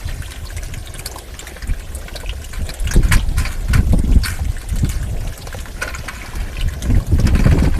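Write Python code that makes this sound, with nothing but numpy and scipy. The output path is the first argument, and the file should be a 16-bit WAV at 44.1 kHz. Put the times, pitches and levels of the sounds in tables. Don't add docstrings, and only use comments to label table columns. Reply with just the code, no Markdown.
import sys
import numpy as np
from scipy import signal
from scipy.fft import rfft, irfft, next_fast_len
from scipy.io import wavfile
from scipy.ndimage import uniform_filter1d, map_coordinates

SR = 44100
rng = np.random.default_rng(int(sys.argv[2]) if len(sys.argv) > 2 else 0)


def generate_wav(signal):
    frames = np.transpose(np.atleast_2d(signal))
    scaled = np.clip(frames, -1, 1) * 32767
    pcm = np.round(scaled).astype(np.int16)
    wavfile.write(sys.argv[1], SR, pcm)


N = 343519

# (frequency [Hz], relative level [dB])
KNOCK_COLOUR = [(250, -66), (500, 6), (800, 0.5), (1200, -18), (2000, -26), (5000, -80)]


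def drops():
    # (time [s], peak [dB], bubble pitch [Hz],
    # slap [dB re peak], spray [dB re peak], mist [dB re peak], bubble [dB re peak])
    clear_drops = [(0.0867, -19, 1840, -6, -20, -16, -4.5), (0.2204, -19.5, 1520, -26, -24, -14, -2),
                   (0.2578, -20, 3200, -22, -12, -29, -3), (0.4508, -27, 1030, -16, -5, -7, -5),
                   (0.6324, -23, 6130, -19, -3.5, -12, -7), (0.7761, -24.5, 8410, -16, -8, -19, -3),
                   (0.859, -24.5, 1460, -21, -9, -8, -10), (0.9388, -16, 8600, -8.5, -14, -24, -3.5),
                   (0.9822, -22, 9920, -15, -17, -11, -4), (0.9916, -17.5, 2340, -21, -5, -7, -4.5),
                   (1.0585, -7.5, 4510, -13, -24, -9, -3), (1.1129, -19, 6200, -28, -12, -16, -2.5),
                   (1.1835, -24.5, 1610, -17, -10, -6, -14), (1.341, -24, 1830, -8, -10, -25, -4),
                   (1.3907, -17, 3120, -10, -3.5, -10.5, -4),
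                   (1.4686, -13.5, 1840, -12, -12.5, -10.5, -3.5), (1.5648, -23, 1620, -2, -8, -21, -3),
                   (1.6212, -19, 1810, -10, -8.5, -18, -3), (1.6736, -24.5, 8800, -17, -26, -6, -3),
                   (1.697, -24, 2220, -8, -23, -25, -1), (1.735, -24, 1620, -9, -26, -25, -3),
                   (1.8056, -32, 1590, -9, -23, -27, 2), (1.948, -17, 8400, -20, -31, -5, -2),
                   (1.9834, -30, 1380, -20, -16, 0, -7), (2.0812, -18, 2140, -6, -10, -35, -3.5),
                   (2.139, -24, 2760, -16, -7, -18, -4), (2.1565, -13.5, 4660, -10, -7, -13.5, -5.5),
                   (2.2004, -26, 1350, 0, -7, -2, -12), (2.2593, -20.5, 2480, -15, -19, -36, -1),
                   (2.2917, -10, 2780, -18, -15, -31, -2), (2.4418, -21.5, 2810, -14, -15, -9, -3),
                   (2.5122, -26, 6690, -14, -13, -15, -3), (2.5287, -21, 1540, -14, -25, -18, -2),
                   (2.665, -27.5, 7600, -20, -12, -10, 2), (2.6908, -19.5, 1710, -1.5, -7.5, -8, -6),
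                   (2.7382, -16.5, 8000, -11, -6, -10, -7), (2.798, -20, 9710, -22, -21, -10, -1),
                   (2.8509, -20, 2160, -22, -12, -11, -9), (2.8714, -10.5, 2800, -8.5, -11, -19, -3),
                   (2.9088, -11, 1590, -9, -4, -14, -4), (2.9362, -13, 1740, -11, -0.5, -5.5, -5),
                   (3.028, -25, 1500, -3, -28, -26, -8), (3.1163, 0, 1790, -8, -5, -26, -4.5),
                   (3.1941, -17, 3080, -14, -29, -33, -2), (3.3817, -14.5, 1570, -5.5, -3.5, -8, -20),
                   (3.4511, -13, 2380, -5.5, -21, -43, -0.5), (3.684, -22.5, 1550, -1, -11, -12, -7),
                   (3.7359, -3.5, 1456, -11, -18, -20, -4), (3.8691, -34, 1090, -6, -13, -22, -9),
                   (3.9225, -23.5, 2150, -17, -2.5, -7, -4), (4.129, -29.5, 2900, -18, -19, -25, 3),
                   (4.1874, -33, 1080, -18, -16, -6, -11), (4.2343, -16, 1540, -10, -2.5, -11, -3),
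                   (4.2572, -10.5, 1490, -15, -23, -12.5, -2), (4.5655, -19, 1710, -17, -20, -33, -1.5),
                   (4.6147, -23.5, 1490, -5, -11, -13, -9), (4.6872, -18, 9200, -15, -9, -9, -7),
                   (4.7566, -24, 1070, -16, -3, -1, -4), (4.8448, -20.5, 1530, -6, -10, -17, -8),
                   (4.8908, -14, 6870, -14, -10, -11, -1.5), (5.0285, -20, 1590, -24, -17, -10, -3),
                   (5.2739, -27, 2700, -8, -13, -23, 0), (5.3232, -24.5, 1600, -9, -23, -13, 0.5),
                   (5.376, -22.5, 5750, -11, -10, -5, -6), (5.47, -21.5, 1040, -9, -7, -14, -5.5),
                   (5.5253, -15, 1560, -14, -18, -22, -2), (5.5872, -20, 3180, -5, -20, -18, -3),
                   (5.655, -21, 1750, -26, -28, -30, -0.5), (5.8197, -5, 1480, -2, -8.5, -20, -8.5),
                   (5.876, -14.5, 1390, -1.5, -21, -21, -6), (5.9399, -16.5, 2230, -6.5, -24, -32, -2),
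                   (6.0826, -12, 1450, -1.5, -11.5, -21, -4), (6.164, -25, 1520, -5, -23, -33, -4),
                   (6.2148, -15.5, 2180, -30, -19, -42, -2), (6.258, -20.5, 1990, -14, -8, -17, -6),
                   (6.5286, -30, 1520, -14, -13, -25, 0), (6.5665, -16.5, 2480, -23, -17, -34, -2),
                   (6.5954, -22, 2070, -11, -10, -29, -5), (6.6089, -10, 2860, -30, -18, -22, -3.5),
                   (6.6837, -20, 1800, -14, -19, -24, -2), (6.8219, -21.5, 1870, -15, -2, -5, -6),
                   (6.8533, -22.5, 1630, -5, -17, -19, -6), (6.8996, -22.5, 1620, -10, -8, -20, -4),
                   (6.9451, -19, 1940, -25, -27, -35, -2.5), (7.0658, -28.5, 1100, -9, -0.5, -4, -14),
                   (7.1844, -23, 1080, -2.5, -11, -13, -6), (7.1975, -19.5, 6400, -20, -12.5, -16, -2),
                   (7.2544, -20, 1670, -5, -8, -13, -4), (7.2688, -15, 1020, 2, -1.5, -13, -9),
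                   (7.3332, -31, 2260, -17, -17, -9, -8), (7.3512, -16.5, 1550, 3.5, -13, -15.5, -5),
                   (7.3906, -13, 2380, -5, -21, -18, -5.5), (7.4395, -22.5, 1060, 1, -13, -24, -2),
                   (7.4644, -15, 1110, -2.5, -27, -22, -4), (7.5113, -15, 2470, 0.5, -9, -18, -4),
                   (7.5697, -28, 1100, -7, -18, -25, -6), (7.5852, -18.5, 1060, 3.5, -6, -24, -9),
                   (7.633, -19.5, 1030, -7, -11, -23, -6), (7.649, -14.5, 2240, -3.5, -18, -25, -4.5),
                   (7.7408, -22.5, 1000, 1, -16, -17, -7)]
    # (frequency [Hz], relative level [dB])
    spray_colour = [(1500, -13), (3200, 1), (4500, 1), (7000, -1.5), (8500, -11.5), (12000, -44)]
    mist_colour = [(4000, -46), (7000, -3.5), (8500, 0.5), (10500, -2.5), (14500, -9), (22050, -20)]
    rows = np.vstack([clear_drops, small_drops()])
    s, db, hz, slap_db, spray_db, mist_db, bubble_db = rows.T
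    fade_db = -27.5
    tick_fade_db = -150
    swell = 0.0054 * amp(0.35 * db)
    grain = amp(2.24 * wobble(250))
    wash_slap, wash_spray = washes()

    def driven_modes(f):
        return pipe(f) * f ** 2 / (f ** 2 + 800 ** 2)

    slap_level = bursts(np.abs(s - swell), db + slap_db - 7.5, fade_db, rise=swell) + wash_slap
    slap = slap_level * unit(grain * filtered(rng.standard_normal(N), driven_modes))

    spray_level = bursts(s, db + spray_db - 6.0, 1.15 * fade_db, rise=0.4 * swell)
    mist_level = bursts(s, db + mist_db - 5.0, 1.5 * fade_db, rise=0.00065)
    mist_level += bursts(s, db + mist_db - 16.5, tick_fade_db, rise=0.0002)
    spray = (spray_level + 1.1 * wash_spray) * unit(grain * rush(spray_colour, patchy_db=8.0))
    mist = (mist_level + wash_spray) * unit(grain * rush(mist_colour, patchy_db=-1.5))

    first = bubbles(s + 0.6 * swell, hz, amp(db + bubble_db), 3 + hz / 900, rise=0.0078)
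    draw = rng.random((len(s), 3, 2))
    late = s[:, None] + 0.00196 + (0.008 + 3 * swell[:, None]) * draw[..., 0]
    near = hz[:, None] * np.exp(0.31 * (draw[..., 1] - 0.5))
    late, near = late.ravel(), near.ravel()
    size = np.repeat(amp(db + bubble_db - 9.5), 3)

    knock_level = bursts(s, db + slap_db - 20.5, fade_db, rise=swell)
    knock = knock_level * rush(KNOCK_COLOUR, patchy_db=4.5)
    followers = bubbles(late, near, size, 2.7 + near / 1200, rise=0.028)
    return knock + slap + spray + mist + first + followers


def small_drops():
    count = 45
    top_db, scatter_db = -24, 4
    middle_hz, log_spread = 1980, 0.533
    # slap, spray, mist and bubble under the peak [dB], and the scatter of each [dB]
    mix_db, mix_scatter_db = (-12, -9.5, -14.5, -4.5), (6.6, 4.7, 3.6, 5.8)
    when = rng.random(count) * N / SR
    draw = rng.standard_normal((count, 2 + len(mix_db)))
    peak_db = top_db - scatter_db * np.abs(draw[:, 0])
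    hz = np.clip(middle_hz * np.exp(log_spread * draw[:, 1]), 1000, 10000)
    return np.column_stack([when, peak_db, hz, mix_db + mix_scatter_db * draw[:, 2:]])


def washes():
    # (time [s], length [s], slap [dB], spray [dB])
    sheets = [(2.528, 0.091, -34.5, -43), (3.024, 0.12, -35.5, -41), (3.12, 0.036, -14.5, -19.5),
              (3.363, 0.22, -30.5, -36), (3.73, 0.072, -24, -34.5), (4.242, 0.14, -28, -31),
              (4.911, 0.042, -33, -33.5), (5.84, 0.33, -43, -55), (6.096, 0.79, -40.5, -51),
              (7.347, 0.3, -43, -47.5)]
    t = np.arange(N) / SR
    lift = np.zeros((2, N))
    for s, length, *db in sheets:
        part = (t - s) / length
        grow = np.clip(part / 0.077, 0, 1)
        sink = np.clip((1.25 - part) / 1.38, 0, 1)
        lift += amp(db)[:, None] * grow * sink
    return lift


def pipe(hz):
    # (frequency [Hz], width [Hz], relative level [dB])
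    cross_modes = [(1043, 61, 2), (1512, 156, 4), (1774, 550, -3), (2310, 325, -1.5), (3000, 610, -14),
                   (4450, 480, -14)]
    total = 0
    for k, (centre, width, db) in enumerate(cross_modes):
        loss = 1j * hz * width
        total = total + (-1) ** k * amp(db) * loss / (centre * centre - hz * hz + loss)
    return total


def bubbles(start, hz, size, cycles, rise):
    step = np.arange(1024)
    turns = hz[:, None] * step / SR
    life = turns / cycles[:, None]
    tone = np.sin(2 * np.pi * turns * (1 + rise * np.minimum(life, 3)))
    ring = tone * np.exp(-life) * (1 - np.exp(-turns / 0.53))
    where = np.round(start * SR).astype(int)[:, None] + step
    return np.bincount(where.ravel(), (size[:, None] * ring).ravel(), N + SR)[:N]


def stream():
    # (time [s], gurgle [dB], fizz [dB])
    flow_levels = [(0.0, -38, -39), (0.5, -41.5, -40), (1.65, -41, -43.5), (2.62, -44.5, -42.5),
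                   (3.03, -40, -44), (3.84, -43, -42), (5.6, -40, -40), (6.27, -36, -44.5),
                   (6.88, -43, -44.5), (7.22, -40, -49), (7.48, -41, -43), (7.79, -36, -38)]
    # (frequency [Hz], relative level [dB])
    gurgle_colour = [(300, -3), (670, -8.5), (900, -22.5), (1060, -6), (1200, -13), (1620, -3),
                     (2400, -8.5), (3700, -14.5), (7000, -23)]
    fizz_colour = [(1500, -18), (3000, 2), (4500, -1.5), (6500, 0), (9300, -1), (11500, -5.5),
                   (14500, -13.5), (22050, 3)]
    gurgle_db, fizz_db = curves(flow_levels)

    draw = rng.random((260, 2))
    kick_size = amp(-7 * np.log(draw[:, 1] + 0.033))
    kicks = np.bincount((draw[:, 0] * N).astype(int), kick_size, N)
    fade = amp(-60 * np.arange(SR // 5) / SR / 0.037)
    patter = 0.4 + 0.2 * signal.fftconvolve(kicks, fade)[:N]
    gurgle = unit(patter ** 0.92 * rush(gurgle_colour, patchy_db=3.5))
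    fizz = unit(patter * rush(fizz_colour, patchy_db=4.5))
    flow = amp(gurgle_db - 3.0) * gurgle + amp(fizz_db - 1.0) * fizz

    draw, spread = rng.random((4000, 3)), rng.standard_normal(4000)
    hz = np.clip(2200 * np.exp(0.8 * spread), 700, 13000)
    size = amp(-4.5 * np.log(draw[:, 1] + 0.018))
    crowd = bubbles(draw[:, 0] * N / SR, hz, size, 1 + 3.5 * draw[:, 2], rise=0.03)
    return flow + amp(gurgle_db - 7) * unit(crowd)


def echo(x):
    # (frequency [Hz], time to fade by 60 dB [s])
    tail_times = [(300, 0.22), (2000, 0.042), (10000, 0.042)]
    out = np.zeros(N + SR)
    hop = SR // 4
    for a in range(0, N, hop):
        hz, t, z = signal.stft(rng.standard_normal(SR // 6), SR, nperseg=128)
        fade = amp(-60 * t / along(tail_times, hz)[:, None])
        tail = signal.istft(z * fade, SR, nperseg=128)[1]
        wet = signal.fftconvolve(x[a:a + hop], tail / np.linalg.norm(tail))
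        out[a + 60:][:len(wet)] += wet
    return out[:N]


def wind():
    # (time [s], rumble [dB], throb [dB], flutter [dB])
    gusts = [(0.0, -31, -34, -48), (0.11, -26, -24.5, -42), (0.28, -38, -34.5, -49), (0.6, -27.5, -29, -47),
             (1.6, -43, -45.5, -50), (1.71, -11.5, -27, -35), (1.78, -28.5, -36.5, -46),
             (2.23, -32, -37.5, -44), (2.3, -18, -23, -46), (2.43, -35, -39, -49), (2.58, -23, -39, -43),
             (2.62, -21, -21, -27.5), (2.65, -18.5, -33, -52), (2.78, -38, -42, -43), (2.82, -15, -28, -45),
             (2.93, -26, -16.5, -35), (2.97, -7, -31, -21.5), (3.08, -13.5, -14, -30),
             (3.17, -9.5, -17, -19.5), (3.21, -24, -27, -47), (3.25, -18.5, -30, -41),
             (3.38, -18.5, -19.5, -36.5), (3.54, -22.5, -38, -41), (3.66, -19.5, -26, -39),
             (3.75, -13, -14, -22.5), (3.9, -19.5, -19, -31), (3.93, -6.5, -15.5, -20),
             (4.08, -21.5, -22.5, -29.5), (4.17, -4, -15.5, -19.5), (4.21, -18, -21, -35),
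             (4.32, -24, -22, -34), (4.36, -24, -34, -44), (4.42, -17.5, -18, -37), (4.64, -30, -37, -51),
             (4.77, -14.5, -19, -29), (4.86, -22.5, -18.5, -28), (4.92, -23, -27, -42.5),
             (5.29, -21.5, -24.5, -40), (5.34, -35.5, -41, -47.5), (5.51, -28.5, -32, -41.5),
             (6.27, -34.5, -36.5, -43), (6.42, -19, -29, -40), (6.53, -31.5, -41, -42.5),
             (6.66, -10, -22, -35.5), (6.7, -33, -25.5, -51), (6.83, -37, -26.5, -32),
             (6.96, -8, -12.5, -21.5), (7.07, -32, -23, -41), (7.12, -14.5, -12.5, -25.5),
             (7.31, -16.5, -20, -26.5), (7.42, -12, -8.5, -15), (7.66, -18, -20.5, -18),
             (7.75, -14.5, -30, -42), (7.79, -25, -21, -22)]
    # (frequency [Hz], relative level [dB])
    rumble_colour = [(8, -30), (20, 3.5), (40, 4), (65, -5.5), (90, -14.5), (200, -42), (800, -120)]
    throb_colour = [(30, -27), (60, 6), (80, 6.5), (120, -3), (180, -15), (280, -38.5), (1000, -100)]
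    flutter_colour = [(80, -17), (160, 1), (220, 0), (350, -10), (600, -21), (1000, -26), (2500, -66),
                      (6000, -120)]
    rumble_db, throb_db, flutter_db = curves(gusts)
    eddies = 2 * wobble(9)
    lumps = wobble(30)
    rumble = steady(rush(rumble_colour, patchy_db=0.0), 0.08)
    throb = steady(amp(7.5 * lumps) * rush(throb_colour, patchy_db=1.45), 0.069)
    flutter_lumps = amp(4.3 * lumps + 6.4 * wobble(50))
    flutter = steady(flutter_lumps * rush(flutter_colour, patchy_db=3.0), 0.041)
    blow = amp(rumble_db + 0.53 * eddies) * rumble
    blow += amp(throb_db + 0.82 * eddies) * throb
    return blow + amp(flutter_db + eddies) * flutter


def low_knocks():
    # (time [s], peak [dB], edge level [dB re peak], push pitch [Hz])
    knock_rows = [(0.945, -30, 2, 139), (1.055, -33.5, 1.5, 382), (1.157, -41, 0, 121),
                  (1.195, -37, 0, 484), (1.427, -26, 4, 476), (1.518, -24, -11, 363), (1.56, -33, 3, 180),
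                  (1.697, -21, -22, 207), (2.056, -26, -12, 160), (2.151, -31, 6, 121),
                  (2.232, -39, 8, 121), (2.33, -22.5, -8, 498), (2.609, -23.5, -11, 184),
                  (2.688, -25.5, -1.5, 148), (2.962, -5.5, -36, 183), (2.995, -9.5, -33, 122),
                  (3.053, -16.5, -38, 121), (3.108, -12.5, -16, 120), (3.315, -18.5, -15, 143),
                  (3.704, -18, -18, 207), (3.748, -4, -21, 120), (3.801, -11, -29, 184),
                  (3.872, -22, -17, 123), (3.933, -2, -12, 190), (3.97, -23, -24, 121),
                  (4.039, -9, -26, 207), (4.111, -15.5, -27, 250), (4.155, -4.5, -32, 194),
                  (4.39, -21, -1, 135), (4.75, -33, -16, 121), (4.831, -5, -32, 141),
                  (5.262, -19, -10, 130), (5.471, -25.5, 0, 121), (5.544, -33, 7, 121),
                  (5.867, -32, -1, 175), (6.036, -31, 4, 121), (6.071, -29, 1, 280), (6.407, -30, 5, 155),
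                  (6.856, -14.5, -15, 194), (6.902, -9.5, -17, 119), (6.937, -16, -23, 120),
                  (6.961, -10.5, -22, 118), (7.028, -27, -26, 121), (7.116, -5, -29, 163),
                  (7.192, -6, -20.5, 191), (7.252, -4.5, -25, 126), (7.333, -14.5, -14, 131),
                  (7.393, -5, -17, 193), (7.456, -0.5, -10.5, 136), (7.524, -2.5, -23, 123),
                  (7.554, -7, -19, 303), (7.623, -3.5, -20, 226), (7.686, -13.5, -19, 184),
                  (7.761, -22, -9, 150)]
    # (frequency [Hz], relative level [dB])
    thud_colour = [(60, 7.5), (150, -2), (300, 0.5), (500, -18.5), (900, -58), (2000, -80)]
    s, db, edge_db, hz = np.transpose(knock_rows)
    size = amp(db + 5.5) * rng.choice([-1, 1], len(s))
    push = bubbles(s, hz, size, np.full(len(s), 1.2), rise=-0.0011)
    thud = bursts(s, db - 6.0, -24, rise=0.0014) * rush(thud_colour, patchy_db=5.5)
    edge = bursts(s, db + edge_db, -46, rise=0.002) * rush(KNOCK_COLOUR, patchy_db=4.5)
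    return push + thud + edge


def drone():
    # (frequency [Hz], relative level [dB])
    hum_colour = [(20, -46), (40, -7), (64, 5.5), (90, -11), (130, -55), (300, -37.5)]
    hollow_colour = [(100, -37), (200, -14.5), (320, 1), (450, -1), (680, 1), (900, -12), (1300, -20),
                     (3000, -70)]
    hum = amp(-36.5 + 2.1 * wobble(3.675)) * rush(hum_colour, patchy_db=3.0)
    hollow_level = amp(-46.5 + 3.0 * wobble(3.44) + 2.3 * wobble(40))
    return hum + hollow_level * rush(hollow_colour, patchy_db=0.0)


def bursts(start, db, fade_db, rise):
    out = np.zeros(N + SR)
    t = np.arange(SR // 2) / SR
    for s, level, fade, up in np.broadcast(start, db, fade_db, rise):
        falling = amp(level + np.minimum(fade, -3) * t / 0.05)
        out[round(s * SR):][:len(t)] += falling * (1 - np.exp(-t / up))
    return out[:N]


def rush(spectrum, patchy_db):
    z = signal.stft(rng.standard_normal(N), nperseg=256)[2]
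    field = uniform_filter1d(rng.standard_normal(z.shape), size=8, axis=0)
    field = uniform_filter1d(field, size=8, axis=1)
    noise = signal.istft(z * amp(patchy_db * unit(field)), nperseg=256)[1][:N]
    return unit(filtered(noise, lambda hz: amp(along(spectrum, hz))))


def steady(x, seconds):
    size = round(seconds * SR)
    power = uniform_filter1d(uniform_filter1d(x ** 2, size), size)
    return unit(x / np.sqrt(np.abs(power) + 0.4))


def wobble(rate):
    points = rng.standard_normal(int(N * rate / SR) + 4)
    return map_coordinates(points, [np.arange(N) * rate / SR])


def filtered(x, response):
    m = next_fast_len(N + SR // 2)
    return irfft(rfft(x, m) * response(np.fft.rfftfreq(m, 1 / SR)), m)[:N]


def curves(rows):
    s, *cols = np.transpose(rows)
    return [np.interp(np.arange(N) / SR, s, c) for c in cols]


def along(points, hz):
    f, v = np.transpose(points)
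    return np.interp(np.log(hz + 1), np.log(f + 1), v)


def amp(db):
    return 10 ** (np.asarray(db) / 20)


def unit(x):
    return x / np.sqrt(np.mean(x ** 2) + 1e-20)


def scene():
    water = stream() + drops()
    return (water + amp(-9) * echo(water) + wind() + low_knocks() + drone())[None]


def record(dry):
    limit, low_hz, top_hz = 0.97, 5, 14250
    clipped = dry[0] / (1 + np.abs(dry[0] / limit) ** 8) ** (1 / 8)
    return filtered(clipped, lambda hz: (hz < top_hz) & (hz > low_hz))[None]


dry = scene()
out = record(dry)
generate_wav(out)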